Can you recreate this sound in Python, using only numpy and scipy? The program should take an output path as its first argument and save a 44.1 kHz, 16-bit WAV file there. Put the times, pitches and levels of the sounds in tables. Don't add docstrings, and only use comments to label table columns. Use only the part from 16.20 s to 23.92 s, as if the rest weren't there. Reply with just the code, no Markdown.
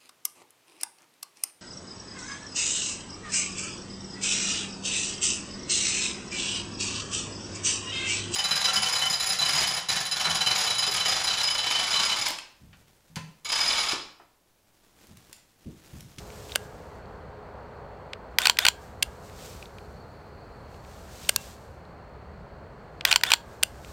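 import sys
import numpy as np
from scipy import signal
from scipy.fft import rfft, irfft, next_fast_len
from scipy.io import wavfile
from scipy.ndimage import map_coordinates

SR = 44100
rng = np.random.default_rng(int(sys.argv[2]) if len(sys.argv) > 2 else 0)


def unload_audio(sound):
    columns = np.transpose(np.atleast_2d(sound))
    steps = np.round(np.clip(columns, -1, 1) * 32767)
    wavfile.write(sys.argv[1], SR, steps.astype(np.int16))


N = 340452
TIME = np.arange(N) / SR

# start_s, level_db, low_db, high_db
TRIGGER = [(0.3572, -20, 4, -2.5), (2.8274, -19, -5, -1.5), (5.0922, -15, 2, 0), (7.4327, -15, -2.5, -1.5)]
# start_s, level_db, low_db, high_db
SEAR = [(0.3526, -35, -3, -3.5), (2.8248, -22.5, -3, -2), (5.0895, -29, -2, 3), (7.4287, -24.5, 4, -4)]
# start_s, level_db, low_db, high_db
RESET = (5.161, -19, -0.5, 1)
# pitch_hz, level_db, t60_s
RESET_PING = (2715, -40, 0.19)
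# start_s, level_db, low_db, high_db
TICKS = [(1.9325, -30.5, -2, -11), (2.3702, -28.5, -3, -3), (6.8089, -31.5, -4.5, -11.5),
         (6.9115, -17.5, -5.5, 0.5), (7.0112, -31.5, 3, -1), (7.6465, -42.5, 0, -3)]
# start_s, level_db, low_db, high_db
SNAGS = [(2.2176, -20.5, -1, -4), (2.2568, -13.5, -2, -4.5), (2.4535, -10.5, 1, -2), (6.8752, -25.5, 3, -4),
         (6.9148, -12.5, -9, -3.5), (7.0662, -27, 6, -5), (7.1412, -18, 1, -4)]
# start_s, level_db (before gain_db), pitch_hz
TAPS = [(0.102, -45.5, 2280), (0.2944, -44.5, 2820), (0.3192, -33.5, 3530), (0.856, -58, 4450),
        (3.097, -48, 1900), (3.426, -38.5, 2470), (3.456, -45, 3660), (3.5837, -43.5, 2570),
        (4.5439, -55, 2780), (4.6478, -51.5, 2384), (5.0479, -42, 3700), (5.6516, -57.5, 4000)]
# peak_s, level_db
BUMPS = [(0.335, -38), (2.884, -36.5), (3.37, -40), (7.69, -39.5)]
# turn_s (rise gives way to fall), level_db, rise_db_per_s, fall_db_per_s
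MOVES = [(0.33, -52.5, -0.5, 37.5), (2.62, -59, 40, 33), (3.26, -47.5, 55.5, 57), (3.65, -67, 17, 22),
         (4.73, -57.5, 45, 32), (5.04, -46.5, 64.5, 54), (5.22, -49, 58, 77.5), (7.28, -62.5, 30, 54),
         (7.7, -54, 33, 30)]
# unlatch_s, top_speed_s, stop_s, swing_s, seat_s,
# stop_db (level before gain_db), seat_low_db (low modes of the seating)
CYCLES = [(2.1854, 2.241, 2.2545, 2.2704, 2.2968, -9.5, 0.5),
          (2.3874, 2.439, 2.45, 2.4657, 2.4842, -8.5, -1),
          (6.8506, 6.898, 6.9143, 6.9266, 6.9595, -14.5, -1.5),
          (7.0347, 7.086, 7.103, 7.118, 7.1356, -17, -0.5)]

# pitch_hz, width_hz, level_db (relative)
SEAR_MODES = [(1568, 200, -13.5), (2830, 440, 0), (3300, 300, -4.5), (4800, 350, -8), (7500, 600, -11.5),
              (8650, 500, -10), (14600, 2000, -23.5)]
TRIGGER_MODES = [(580, 130, -7.5), (1056, 120, -15.5), (1574, 147, -4.5), (2150, 140, -5), (2790, 270, -1),
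                 (3130, 250, -4), (3580, 140, -7), (4400, 250, -4.5), (4930, 200, -5.5), (5970, 260, -4),
                 (7120, 380, -3.5), (8570, 330, 0), (9510, 270, -7), (11200, 460, -12), (14000, 1300, -12)]
RESET_MODES = [(1060, 150, -9.5), (1570, 200, -9), (2570, 210, -7.5), (3670, 160, -4), (4620, 370, 1.5),
               (5530, 170, -1.5), (7130, 330, 1.5), (8500, 300, -6), (10000, 400, -9), (11070, 450, -6),
               (13600, 600, -8), (15300, 450, -9)]
UNLATCH_MODES = [(560, 200, -21), (940, 86, -6), (1520, 170, -8), (1920, 200, -1), (2360, 410, -4),
                 (3380, 240, -2), (4130, 510, -7.5), (4896, 280, -4), (6050, 650, -14.5), (8400, 290, -13),
                 (13100, 250, -8.5), (15000, 500, -14)]
STOP_MODES = [(850, 370, -16.5), (1500, 160, -2), (2070, 300, -12.5), (3030, 380, -4), (4060, 270, -6),
              (4680, 210, -9.5), (7300, 410, -10), (9200, 150, -15.5), (14150, 300, -16)]
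SWING_MODES = [(880, 140, -6), (1570, 200, -14), (2470, 140, 3.5), (2880, 220, 1), (3300, 260, -9.5),
               (4320, 220, 2), (4700, 200, -3.5), (5740, 310, -5.5), (8600, 400, -5.5), (15400, 2700, -22)]
SEAT_MODES = [(599, 220, -18.5), (966, 95, -1), (1470, 120, -3.5), (2350, 540, -4.5), (3186, 210, 2),
              (4370, 300, 1), (4950, 200, -8), (5806, 250, -9), (7240, 560, -2.5), (8710, 260, -14.5),
              (14400, 900, -18.5)]
# pitch_hz, width_hz, level_db (relative)
TICK_MODES = [(1510, 180, -2), (2340, 1100, 1), (3070, 770, -2.5), (4200, 1100, -12), (7670, 790, -1.5)]
# pitch_hz, level_db (before a 27 dB cut), t60_s
SPRINGS = [(930, -43.5, 0.53), (1080, -41.5, .3), (1640, -39.5, 0.84), (2740, -36.5, 0.1),
           (2850, -35, 0.13), (3320, -42.5, 0.2), (3900, -40, .14), (4850, -42, .15), (7450, -43, .12)]
# multiple of the tooth rate, level_db (relative)
GEARS = [(0.212, -4), (.375, -5.5), (.5, 2), (.625, -6), (2, -15.5), (3, -13.5), (4, -17.5)]

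# (per Hz, relative)
CLOTH = [(500, -29.5), (1500, -6), (2400, -2), (5000, -1.5), (7800, -2), (10500, -11.5), (14000, -8.5),
         (16000, -16)]
# (per Hz, relative)
GRIND = [(180, -59), (300, -15), (950, -9.5), (1080, -2.5), (1230, -11), (1490, 0), (1750, -10), (2360, -9),
         (3520, -5), (4090, -12.5), (5700, -15.5), (7570, -15.5), (10900, -24.5), (11700, -31),
         (14500, -24.5), (16000, -40.5)]
# (per Hz, relative)
AIR = [(12, -46), (20, -25.5), (60, 0), (150, -9), (255, -15), (377, -11), (410, -8.5), (446, -9),
       (499, -8.5), (759, -11), (1480, -18), (2100, -26), (3340, -36.5), (4420, -40.5), (5380, -45),
       (8300, -48), (10600, -64.5), (13300, -55.5), (16000, -57.5)]
# (per Hz, relative)
RUMBLE = [(13, -42), (22, -15.5), (46, -5.5), (65, 3), (106, -3), (129, -4), (170, -4), (257, -10.5),
          (300, -26), (390, -54), (660, -120)]
# (per Hz, relative)
TYRES = [(250, -23), (550, 0.5), (900, 0), (1500, -11), (2600, -29), (5000, -49)]

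# freq_hz, t60_s
SURROUND = [(300, 0.22), (2000, 0.19), (4500, 0.21), (7500, 0.18), (14000, 0.21)]
# pitch_hz, level_db (at the start), fade_db_per_s, waver_hz
HUMS = [(421, -51.5, 2.3, 1.6), (492.3, -52, 3, 8)]
# pitch_hz, level_db (before the swell), pulses_per_s (mean)
CRICKETS = [(4240, -75.5, 20), (4430, -74, 28), (4900, -81.5, 42)]

# level_db (before gain_db), low_db, high_db
UNLATCH_BLOW, SWING_BLOW, REBOUND_BLOW = (-12, .3, .3), (-13, .3, -4.5), (-20.5, 3, -8)
# low_db, high_db
STOP_COLOUR = (-.5, -2)
SEAT_DB, SEAT_HIGH_DB = -8.5, -2.5
REBOUND_S = .0108

CHATTER_SPIKE_DB, CHATTER_NOTCH = 4.5, .9
MODE_SHIFT, BLOW_SCATTER_DB = .012, 1
TICK_TOP_HZ = 7960
TAP_WIDTH_HZ = 300
BUMP_HZ, BUMP_S = 62, 0.018
SPRING_BLUR_HZ = 32
SLIDE_WAVER_DB, SLIDE_GRAIN_DB = 1.5, 1.24

SLOW_HZ, FAST_HZ, COAST_HZ = 2850, 3640, 2850
SURGE_S, SAG_S = .021, .036
DRIVE_LAG_S = 0.0039
GRIND_DB, RATTLE_DB = -35.5, 3
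WHINE_DB, WHINE_DB_PER_OCTAVE, TOOTH_DB = -41, 4, -2
SQUEAL_DB, LOAD_LEAD_S, LOAD_S = -30, 0.0077, 0.011
GRIT_DB, GRIT_SPREAD_DB = -34, 2.5
CLATTER_DB, CLATTER_GAP_S, CLATTER_DB_PER_S = -26, 0.0035, 551

TYRES_DB, TYRES_S, TYRES_WIDTH_S = -50, 1.55, .8
AIR_DB, AIR_FADE_DB, AIR_FADE_S = -45.5, 1.38, 5
HISS_DB = -72.5
CRICKET_SWELL_DB, CRICKET_SWELL_S, CRICKET_SWELL_WIDTH_S = 5.5, 4.15, .75
TRILL_SCATTER = .3

DUCK_DB, DUCK_S = -18.5, 0.07
TOP_HZ = 16100


def amp(db):
    return 10 ** (np.asarray(db) / 20)


def unit(x):
    return x / np.sqrt(np.mean(x ** 2) + 1e-20)


def along(points, hz):
    f, v = np.transpose(points)
    return np.interp(np.log(hz + 1), np.log(f + 1), v)


def wobble(rate):
    knots = rng.standard_normal(int(N * rate / SR) + 4)
    return map_coordinates(knots, [TIME * rate])


def filtered(x, gain):
    m = next_fast_len(N + SR // 2)
    return irfft(rfft(x, m) * gain(np.fft.rfftfreq(m, 1 / SR)), m)[:N]


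def noise(spectrum):
    return unit(filtered(rng.standard_normal(N), lambda hz: amp(along(spectrum, hz))))


def causal(gain):
    cepstrum = irfft(np.log(np.maximum(gain, 1e-6)))
    half = len(cepstrum) // 2
    return np.exp(rfft(np.r_[cepstrum[0], 2 * cepstrum[1:half], np.zeros(half)]))


def chatter(t, life, count=3):
    envelope = np.sqrt(t / life) * np.exp(-t / life)
    spikes = amp(CHATTER_SPIKE_DB * rng.standard_normal(len(t)))
    force = rng.standard_normal(len(t)) * spikes * envelope
    for _ in range(count):
        z = rfft(force)
        levelled = z / np.hypot(np.abs(z), CHATTER_NOTCH * np.abs(z).mean())
        force = irfft(levelled) / (1 + (t / (2 * life)) ** 4)
    return force


def clicks(contacts, modes, life, gain_db, size=2048):
    out = np.zeros(N + size)
    t, hz = np.arange(size) / SR, np.fft.rfftfreq(size, 1 / SR)
    centres, widths, levels = np.transpose(modes)[:, :, None]
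    small = hz ** 2 / (hz ** 2 + (0.15 * modes[0][0]) ** 2)
    for s, db, low_db, high_db in contacts:
        c = centres * (1 + MODE_SHIFT * rng.standard_normal(centres.shape))
        resonance = (amp(levels) * hz * widths) ** 2 / ((c * c - hz * hz) ** 2 + (hz * widths) ** 2)
        body = np.sqrt(np.sum(resonance, axis=0))
        low_db, high_db = rng.normal([low_db, high_db], BLOW_SCATTER_DB)
        colour = amp(along([(1700, low_db), (2300, 0.0088), (5300, 0.0074), (6700, high_db)], hz))
        click = irfft(rfft(chatter(t, life)) * causal(body * small * colour))
        out[round(s * SR):][:size] += amp(db + gain_db) * unit(click)
    return out[:N]


def chorus_db():
    return CRICKET_SWELL_DB * np.exp(-((TIME - CRICKET_SWELL_S) / CRICKET_SWELL_WIDTH_S) ** 2)


def traffic():
    hum = np.zeros(N)
    for hz, db, fade, waver_hz in HUMS:
        level = amp(db - fade * TIME + 2 * wobble(5))
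        hum += level * np.sin(2 * np.pi * np.cumsum(hz + waver_hz * wobble(20)) / SR)
    swell = np.exp(-((TIME - TYRES_S) / TYRES_WIDTH_S) ** 2)
    return hum + amp(TYRES_DB) * swell * noise(TYRES)


def night():
    rumble = amp(-51.0 + 1.2 * wobble(7.5)) * noise(RUMBLE)
    air_db = AIR_DB - AIR_FADE_DB * np.clip(TIME / AIR_FADE_S, 0, 1) + 0.56 * wobble(1.7)
    air = amp(air_db) * noise(AIR)
    hiss = noise([(3600, -27.5), (4200, -1.5), (4500, -2.5), (5200, -27.5)])
    return rumble + air + traffic() + amp(HISS_DB + chorus_db()) * hiss


def crickets():
    out = np.zeros(N)
    for hz, db, rate in CRICKETS:
        pulses = np.sin(np.pi * np.cumsum(rate * (1 + TRILL_SCATTER * wobble(30))) / SR) ** 2
        tone = np.sin(2 * np.pi * np.cumsum(hz + 50 * wobble(120)) / SR)
        out += amp(db + chorus_db() + 3 * wobble(17)) * pulses * tone
    return out


def sleeves():
    power = np.zeros(N)
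    for s, db, rise, fall in MOVES:
        power += amp(db - np.maximum(rise * (s - TIME), fall * (TIME - s))) ** 2
    uneven = amp(SLIDE_WAVER_DB * wobble(18) + SLIDE_GRAIN_DB * wobble(700))
    return np.sqrt(power) * unit(uneven * noise(CLOTH))


def handling():
    out = np.zeros(N)
    for s, db, hz in TAPS:
        modes = [(hz, TAP_WIDTH_HZ, 0), (2800, 2000, -13)]
        out += clicks([(s, db, -3, -6)], modes, life=0.0024, gain_db=-12.0)
    return out


def bumps():
    out = np.zeros(N)
    for s, db in BUMPS:
        t = TIME - s
        out += amp(db) * np.exp(-(t / BUMP_S) ** 2) * np.sin(2 * np.pi * BUMP_HZ * t)
    return out


def trigger_clicks():
    slip = clicks(SEAR, SEAR_MODES, life=0.0019, gain_db=-6.5)
    return slip + clicks(TRIGGER, TRIGGER_MODES, life=0.0021, gain_db=-7.0)


def springs(x):
    t = TIME[:SR // 2]
    ring = np.zeros(len(t))
    for hz, db, t60 in SPRINGS:
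        pitch_hz = hz + SPRING_BLUR_HZ * wobble(250)[:len(t)]
        ring += amp(db - 27.0 - 60 * t / t60) * np.sin(2 * np.pi * np.cumsum(pitch_hz) / SR)
    return signal.fftconvolve(x, ring)[:N]


def surroundings(x):
    hz, t, z = signal.stft(rng.standard_normal(SR // 2), SR, nperseg=256)
    decay = amp(-60 * t / along(SURROUND, hz)[:, None])
    tail = signal.istft(z * decay, SR, nperseg=256)[1]
    return signal.fftconvolve(x, tail / np.linalg.norm(tail))[:N]


def light_contacts():
    ticks = clicks(TICKS, TICK_MODES, life=0.0023, gain_db=-10.5)
    return filtered(ticks, lambda hz: 1 / np.sqrt(1 + (hz / TICK_TOP_HZ) ** 4))


def action():
    unlatch, stop, swing, seat, rebound = [], [], [], [], []
    for unlatch_s, _, stop_s, swing_s, seat_s, stop_db, seat_low_db in CYCLES:
        unlatch.append((unlatch_s, *UNLATCH_BLOW))
        stop.append((stop_s, stop_db, *STOP_COLOUR))
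        swing.append((swing_s, *SWING_BLOW))
        seat.append((seat_s, SEAT_DB, seat_low_db, SEAT_HIGH_DB))
        rebound.append((swing_s + REBOUND_S, *REBOUND_BLOW))
    return (clicks(unlatch, UNLATCH_MODES, life=0.0027, gain_db=-10.0)
            + clicks(stop, STOP_MODES, life=0.0041, gain_db=-14.5)
            + clicks(swing, SWING_MODES, life=0.0013, gain_db=-7.5)
            + clicks(seat, SEAT_MODES, life=0.002, gain_db=-10.0)
            + clicks(rebound, TICK_MODES, life=0.0035, gain_db=-13.5)
            + clicks(SNAGS, TICK_MODES, life=.0012, gain_db=-15.5))


def grit(count=9):
    contacts = []
    for unlatch_s, _, _, _, seat_s, _, _ in CYCLES:
        for s in rng.uniform(unlatch_s, seat_s, size=count):
            contacts.append((s, GRIT_DB + GRIT_SPREAD_DB * rng.standard_normal(), 0, 0))
    return clicks(contacts, TICK_MODES, life=.0006, gain_db=-16.0)


def drive():
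    out = np.zeros(N)
    grind = unit(noise(GRIND) * amp(RATTLE_DB * wobble(420)))
    for unlatch_s, top_s, _, _, seat_s, _, _ in CYCLES:
        run = slice(round((unlatch_s + DRIVE_LAG_S) * SR), round(seat_s * SR))
        t = TIME[run] - top_s
        rest_hz = np.where(t < 0, SLOW_HZ, COAST_HZ)
        surge = np.exp(-(t / np.where(t < 0, SURGE_S, SAG_S)) ** 2)
        tooth_hz = rest_hz + (FAST_HZ - rest_hz) * surge
        turns = np.cumsum(tooth_hz * (1 + 0.0077 * wobble(400)[run])) / SR
        tooth = np.sin(2 * np.pi * turns)
        whine = amp(TOOTH_DB) * tooth
        for order, level in GEARS:
            whine = whine + amp(level) * np.sin(2 * np.pi * (order * turns + rng.random()))
        whine_db = WHINE_DB + WHINE_DB_PER_OCTAVE * np.log2(tooth_hz / FAST_HZ)
        load = np.exp(-((t + LOAD_LEAD_S) / LOAD_S) ** 2)
        squeal = load * (tooth + amp(-16) * np.sin(4 * np.pi * turns))
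        tones = amp(whine_db) * whine + amp(SQUEAL_DB) * squeal
        out[run] += signal.windows.tukey(len(t), .1) * (amp(GRIND_DB) * grind[run] + tones)
    return out


def clatter():
    contacts = []
    for _, _, _, _, seat_s, _, _ in CYCLES:
        for delay in np.cumsum(CLATTER_GAP_S * rng.uniform(0.5, 1.3, size=7)):
            level_db = CLATTER_DB - CLATTER_DB_PER_S * delay + rng.normal(0, 2)
            contacts.append((seat_s + delay, level_db, 0, 0))
    return clicks(contacts, STOP_MODES, life=.0012, gain_db=-16.0)


def reset():
    hz, db, t60 = RESET_PING
    t = np.maximum(TIME - RESET[0], 0)
    tone = np.sin(2 * np.pi * np.cumsum(hz + SPRING_BLUR_HZ * wobble(250)) / SR)
    ping = (t > 0) * amp(db - 60 * t / t60) * tone
    return clicks([RESET], RESET_MODES, life=0.0015, gain_db=-6.5) + ping


def scene():
    background = night() + crickets()
    body = sleeves() + handling() + bumps()
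    trigger = trigger_clicks()
    ticks = light_contacts()
    cycling = amp(1.0) * (action() + grit() + drive() + clatter())
    rifle = trigger + ticks + cycling + reset()
    scatter = surroundings(amp(-20.5) * cycling + amp(-24.5) * (trigger + ticks))
    return rifle + springs(rifle) + scatter + body + background


def record(dry):
    keep = np.exp(-1 / (DUCK_S * SR))
    power = signal.lfilter([1 - keep], [1, -keep], dry ** 2)
    ducked = dry / np.sqrt(1 + power / amp(DUCK_DB) ** 2)
    rounded = ducked / (1 + np.abs(ducked / .95) ** 6) ** (1 / 6)
    return filtered(rounded, lambda hz: 1 / np.sqrt(1 + (hz / TOP_HZ) ** 160))


dry = scene()
out = record(dry)
unload_audio(out)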